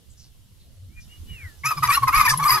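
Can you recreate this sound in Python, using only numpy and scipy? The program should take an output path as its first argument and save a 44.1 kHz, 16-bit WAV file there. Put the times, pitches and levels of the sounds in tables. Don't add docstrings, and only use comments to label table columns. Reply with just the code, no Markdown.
import sys
import numpy as np
from scipy import signal
from scipy.fft import rfft, irfft, next_fast_len
from scipy.io import wavfile
from scipy.ndimage import uniform_filter1d

SR = 44100
rng = np.random.default_rng(int(sys.argv[2]) if len(sys.argv) > 2 else 0)


def voltage_ratio(decibels):
    exponent = np.asarray(decibels, float) / 20
    return 10 ** exponent


def unload_wav(signal):
    wavfile.write(
        sys.argv[1],
        SR,
        np.round(np.clip(np.atleast_2d(signal).T, -1, 1) * 32767).astype(np.int16),
    )


N = 114660


def evened(x):
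    return x / np.sqrt(np.mean(x ** 2) + 1e-20)


def read(points, hz):
    f, value = np.transpose(points)
    return np.interp(np.log(hz + 1), np.log(f + 1), value)


def add(mix, s, sound):
    part = mix[round(s * SR):][:len(sound)]
    part += sound[:len(part)]


def resonate(x, hz, width):
    turn = np.exp(2j * np.pi * np.cumsum(hz * np.ones(len(x))) / SR)
    r = np.exp(-np.pi * width / SR)
    smooth = signal.lfilter([(1 - r) ** 2], [1, -2 * r, r * r], x / turn + 1e-18)
    return 2 * (turn * smooth).real


def noise(spectrum, same, patchy_db, level, size):
    frames, hz = 4 * N // size + 5, np.fft.rfftfreq(size, 1 / SR)
    a, b, c, d, patch = rng.standard_normal((frames, len(hz), 5)).T
    patch = uniform_filter1d(uniform_filter1d(patch, size=6, axis=0), size=6, axis=1)
    patch = evened(patch)
    first, other = a + 1j * b, c + 1j * d
    z = np.array([first, same * first + np.sqrt(1 - same ** 2) * other])
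    z *= voltage_ratio(read(spectrum, hz)[:, None] + patchy_db * patch)
    z *= (hz >= spectrum[0][0])[:, None]
    x = signal.istft(z, nperseg=size, noverlap=3 * size // 4)[1][:, :N]
    return evened(x) * voltage_ratio(np.interp(np.arange(N) / SR, *np.transpose(level)))


# f/Hz, level/dB per Hz
WIND_SPECTRUM = [(12, -34), (20, -2), (87, -1), (193, -15), (261, -22), (400, -30), (520, -32.5),
                 (880, -120)]
# t/s, level/dB
GUSTS = [(0, -47), (.2, -53), (.4, -49.5), (1.2, -48.5), (1.3, -43), (1.6, -45.5), (1.8, -42), (2.3, -33),
         (2.6, -41.5)]


def wind():
    return voltage_ratio([[-2.5], [2.5]]) * noise(WIND_SPECTRUM, same=0.3, patchy_db=-4.0, level=GUSTS, size=2048)


# f/Hz, level/dB per Hz
HISS_SPECTRUM = [(120, -14), (200, -9.5), (621, -15), (803, -17.5), (2490, -20.5), (2830, -13),
                 (7890, -18.5), (11800, -16), (15800, -28.5)]
# t/s, level/dB
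STIR_LEVEL = [(.9, 0), (1.1, 5), (1.5, 7.5), (1.62, 4.5), (1.7, 15), (2.3, 18.5), (2.4, 20), (2.6, 14.5)]


def yard_hiss():
    return voltage_ratio(-61.5) * noise(HISS_SPECTRUM, same=0.19, patchy_db=1.5, level=STIR_LEVEL, size=1024)


# t/s, length/s, level/dB, centre f/Hz, sag/share of f
BRUSHES = [
    (0.097, 0.066, -59, 7400, 0.019),
    (0.172, 0.13, -54, 6000, 0.3),
    (0.592, 0.099, -64.5, 4000, 0.022),
    (1, 0.07, -55.5, 5820, 0.13),
    (1.234, 0.34, -63, 11700, 0),
    (0.627, 0.35, -71.5, 590, 0.044),
    (1.584, .06, -60, 5700, .05),
]


def rustles():
    out = np.zeros(N)
    for start, length, db, hz, sag in BRUSHES:
        u = np.arange(0, 1, 1 / (SR * length))
        air, grain = rng.standard_normal((2, 16000))[:, :len(u)]
        brush = resonate(air * voltage_ratio(4.1 * grain), hz * (1 - sag * u), 0.38 * hz)
        add(out, start, voltage_ratio(db) * np.sin(np.pi * u ** 0.49) * evened(brush))
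    return out


# t/s, length/s, level/dB, f/Hz
LOW_BOOMS = [(0.747, 0.17, -50.5, 88.3), (1.17, 0.11, -51, 84.3), (1.429, 0.048, -40.5, 86.8),
             (1.637, 0.065, -43.5, 132), (1.76, 0.057, -42, 137), (1.81, .045, -41.5, 139),
             (2.08, .04, -42, 75), (1.849, 0.072, -41, 121.8), (2.004, 0.068, -38, 127),
             (2.161, 0.045, -40, 127), (2.281, 0.085, -39, 125.5), (2.35, 0.11, -39, 146),
             (2.5, 0.072, -42, 127.5), (2.481, 0.18, -52.5, 401)]


def low_booms():
    out = np.zeros(N)
    for start, length, db, hz in LOW_BOOMS:
        t = np.arange(0, length, 1 / SR)
        waver = 1 + 0.07 * signal.resample(rng.standard_normal(10), 8000)[:len(t)]
        tone = np.sin(2 * np.pi * np.cumsum(hz * waver) / SR)
        add(out, start, voltage_ratio(db + 9) * np.sin(np.pi * t / length) ** 0.48 * tone)
    return out


# t/s, f/Hz, level/dB
WHISTLED = [
    [(0.89, 2100, -78), (0.918, 2251, -68), (0.952, 2397, -67), (0.974, 2444, -48.5), (0.99, 2396, -47),
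     (1.04, 2393, -85), (1.05, 2347, -81)],
    [(1.08, 2710, -74), (1.094, 2780, -62), (1.122, 2877, -49.5), (1.17, 2881, -57), (1.18, 2871, -71),
     (1.2, 2839, -74)],
    [(1.27, 2946, -63), (1.3, 2948, -46.5), (1.348, 2830, -45), (1.372, 2630, -48), (1.46, 1970, -42.5),
     (1.51, 1740, -57), (1.6, 1660, -85)],
]


def whistle():
    out = np.zeros(N)
    for note in WHISTLED:
        s, hz, db = np.transpose(note)
        t = np.arange(s[0], s[-1], 1 / SR)
        f = uniform_filter1d(np.interp(t, s, hz), size=700)
        breath = rng.standard_normal(20000)[:len(t)]
        narrow = evened(resonate(breath, 0.79 * f, 130))
        wide = evened(resonate(breath, 0.72 * f, 470))
        air = narrow + 1.18 * wide
        tone = np.sqrt(2) * np.sin(2 * np.pi * np.cumsum(f) / SR)
        add(out, s[0], voltage_ratio(np.interp(t, s, db)) * (tone + voltage_ratio(-15.5) * air))
    return out


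# f/Hz, width/Hz, level/dB
SYLLABLE_RESONANCES = [(1057, 385, 3), (1720, 1180, -8.5), (2474, 1120, -10), (3810, 2300, -19.5), (5050, 1480, -16),
                       (6640, 2200, -22.5), (8250, 1300, -28), (11210, 2300, -14.5), (14800, 1500, -27),
                       (10450, 270, -12.5), (11230, 360, -2.5), (11830, 320, -5), (13230, 230, -9)]


def syllable(start_s, length, effort_db, top_hz, beak_db, *, top_at, start, end, rise_s, fall_s,
             rough, half, close_db, third_db):
    flutter_db, jitter, puff = 4.5, 0.16, 3
    t = np.arange(0, length, 1 / SR)
    u = t / length
    white = rng.standard_normal((2, 8000))[:, :len(t)]
    slow = signal.resample(rng.standard_normal((12, 24)), 8000, axis=1)[:, :len(t)]

    before = (1 - start) * (1 - u / top_at) ** 2
    after = (1 - end) * ((u - top_at) / (1 - top_at)) ** 2
    wobble = 1 + jitter * uniform_filter1d(white[0], size=150)
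    turns = np.cumsum(top_hz * (1 - np.where(u < top_at, before, after)) * wobble) / SR

    folds = np.zeros(len(t))
    for k in range(1, 12):
        tilt_db = -0.5 * k - 3 * max(k - 6, 0) + third_db * (k == 3)
        partial_db = flutter_db * slow[k] * min(k / 2, 1.3) / 1.2 + tilt_db
        folds += voltage_ratio(partial_db) * np.cos(2 * np.pi * k * turns)
    folds = folds * (1 + half * voltage_ratio(flutter_db * slow[0]) * np.cos(np.pi * turns))
    puffs = (1.33 + np.exp(-(turns % 1) / 1.55)) * white[1]
    shape = np.clip(np.minimum(t / rise_s, (length - t) / fall_s), 0, 1) ** 1.096
    drive = np.pad(shape * ((1 - rough) * folds + puff * rough * puffs), (0, 600))

    i = np.arange(len(drive))
    beak = voltage_ratio(beak_db + close_db * (i / len(t) - 0.5263))
    late = beak * np.minimum(i / (SR * 0.029 * length / 0.066), 1)
    pipe = 0
    for k, (hz, width, db) in enumerate(SYLLABLE_RESONANCES):
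        opening = (1, beak, beak, late)[min(k, 3)]
        mode_hz = hz * (1 + 0.03 * white[0, k] * (width < 330))
        pipe = pipe + (-1) ** k * voltage_ratio(db) * resonate(drive * opening, mode_hz, width)
    rasp = voltage_ratio(-17) * resonate(drive, 494, 660)
    return start_s, voltage_ratio(effort_db + 4.5) * (pipe + rasp)


def bird(*parts):
    out = np.zeros(N)
    for rows, shape in parts:
        for row in rows:
            add(out, *syllable(*row, **shape))
    return out


# top_at, start, end, rough, half as shares; rise_s, fall_s /s; close_db, third_db /dB.
OPENING_CALL = [
    (1.634, 0.1, -29.5, 1308, 8.5),
]
OPENING_FORM = dict(top_at=.6, start=.8, end=.8, rise_s=.03, fall_s=.02, rough=.1, half=.12, close_db=-30, third_db=-16)
LONG_GOBBLES = [
    (2.122, 0.13, -21.5, 1274, 1),
    (2.298, 0.045, -21, 1227, -12),
    (2.38, 0.073, -26.5, 1168, -6),
    (2.44, 0.051, -15.5, 1211, -7),
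    (2.495, 0.1, -19, 1256, -3.5),
]
LONG_FORM = dict(top_at=.6, start=.8, end=.8, rise_s=.022, fall_s=.02, rough=.15, half=.25, close_db=-11, third_db=-7)
RISING_YELP = [
    (1.89, .082, -30.5, 1675, 14.5),
]
YELP_FORM = dict(top_at=2.5, start=.635, end=.97, rise_s=.025, fall_s=.015, rough=.15, half=.25, close_db=0, third_db=4)
SHORT_CLUCKS = [(1.695, 0.04, -18.5, 1274, -5.5), (1.765, 0.031, -25.5, 1199, -5),
                (1.821, 0.03, -11, 1263, -4.5), (1.874, 0.047, -17.5, 1177, -4),
                (1.962, 0.025, -14, 1163, -5.5), (2.017, 0.036, -17.5, 1111, -8),
                (2.066, 0.045, -18.5, 1289, -6), (2.191, 0.035, -14, 1218, -0.5),
                (2.238, 0.042, -31.5, 1229, 16), (2.325, 0.027, -17, 1048, -7.5),
                (2.138, 0.024, -15.5, 1162, 1), (2.174, 0.024, -15, 1266, -12),
                (2.412, 0.026, -21, 1230, -7), (2.434, 0.013, -14.5, 1120, 6),
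                (1.868, 0.014, -24, 1270, 14), (2.576, .018, -30, 1034, 11), (2.118, 0.027, -23.5, 1363, 3)]
CLUCK_FORM = dict(top_at=.3, start=.96, end=.87, rise_s=.018, fall_s=.013, rough=.17, half=.05, close_db=-8, third_db=-9)


def near_turkey():
    return bird((OPENING_CALL, OPENING_FORM), (LONG_GOBBLES, LONG_FORM),
                (RISING_YELP, YELP_FORM), (SHORT_CLUCKS, CLUCK_FORM))


SECOND_GOBBLES = [(1.825, 0.053, -29, 992, 7.5), (1.91, 0.0555, -35, 970, 14),
                  (2.07, 0.028, -14.5, 1055, -1.5), (2.125, 0.11, -30, 1114, 10),
                  (2.245, 0.038, -18, 1024, -2.5), (2.27, 0.052, -27, 907, 13),
                  (2.478, 0.038, -18, 1057, 1), (2.495, 0.075, -27, 985.4, 7.5),
                  (2.39, 0.023, -19.5, 899, -3.5), (1.636, 0.037, -34.5, 949, -12),
                  (2.56, 0.041, -26, 864, 1)]
SECOND_FORM = dict(top_at=.3, start=.96, end=.86, rise_s=.015, fall_s=.02, rough=.2, half=.1, close_db=-4, third_db=-13)


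def second_turkey():
    return bird((SECOND_GOBBLES, SECOND_FORM))


# t/s, length/s, level/dB, centre f/Hz, width/Hz
HISSES = [(1.652, 0.027, -36, 5700, 380), (1.658, 0.026, -37, 6600, 270),
          (1.77, 0.03, -42.5, 5000, 180), (2.291, 0.031, -29, 4850, 100),
          (2.291, 0.044, -28.5, 5730, 1260), (2.5, .05, -28, 11700, 2200),
          (3.2, 0.035, -35, 14500, 1800), (2.286, 0.052, -31.5, 8850, 2500),
          (2.43, .17, -37, 11700, 2400), (1.9, 0.05, -38, 8600, 1500),
          (2.43, 0.17, -41.5, 8300, 2800), (2.43, 0.018, -41, 6100, 500),
          (2.428, 0.013, -42, 4300, 300), (2.372, 0.019, -30, 11160, 210),
          (2.374, 0.011, -41.5, 5300, 1700), (2.468, 0.047, -31, 4850, 60),
          (2.498, 0.023, -22, 4850, 176), (2.525, 0.049, -27, 4900, 250)]


def hisses():
    out = np.zeros(N)
    for start, length, db, hz, width in HISSES:
        u = np.arange(0, 1, 1 / (SR * length))
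        air = resonate(rng.standard_normal(8000)[:len(u)], hz, width)
        add(out, start, voltage_ratio(db + 4.5) * np.sin(np.pi * u ** 0.58) * evened(air))
    return out


# f/Hz, level/dB
PORT_BALANCE = [(60, 0), (1500, 1.5), (5000, -0.5), (12000, 7.5)]
# f/Hz, phase/rad
PORT_PHASE = [(150, 0.42), (1150, -0.65), (2000, -1.34), (5000, -1.87), (12000, -1.38)]


def ports(x, side):
    n = next_fast_len(N + 2048)
    hz = np.fft.rfftfreq(n, 1 / SR)
    half = voltage_ratio(read(PORT_BALANCE, hz) / 2) * np.exp(0.5j * side * read(PORT_PHASE, hz))
    return irfft(rfft(x, n) * np.array([half, 1 / half]), n)[:, :N]


# f/Hz, t60/s
YARD_DECAY = [(800, 0.14), (3000, 0.15), (8000, 0.13)]


def yard(x):
    taps = np.zeros((2, SR // 2))
    at = np.arange(200, SR // 2 - 20, 20)
    at = at + rng.integers(0, 20, (2, len(at)))
    np.put_along_axis(taps, at, rng.choice([-1., 1.], at.shape), 1)
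    hz, t, z = signal.stft(taps, SR, nperseg=256)
    decay = voltage_ratio(-60 * t / read(YARD_DECAY, hz)[:, None])
    tail = signal.istft(z * decay, SR, nperseg=256)[1]
    return signal.fftconvolve(x[None], tail / np.linalg.norm(tail[0]), axes=1)[:, :N]


def scene():
    near = near_turkey() + low_booms() + hisses() + whistle() + rustles()
    second = second_turkey()
    hiss = yard_hiss()
    direct = ports(near, 0.77) + ports(second, -1.14)
    return direct + voltage_ratio(-10.5) * yard(near + second) + hiss + wind()


def low_pass(x):
    return signal.sosfilt(signal.butter(12, 15850, fs=SR, output="sos"), x)


def record(dry):
    lowpass = signal.firwin(511, 15800, window=("kaiser", 9), fs=SR)
    cut = signal.oaconvolve(dry, lowpass[None], "same")
    return low_pass(cut)


dry = scene()
out = record(dry)
unload_wav(out)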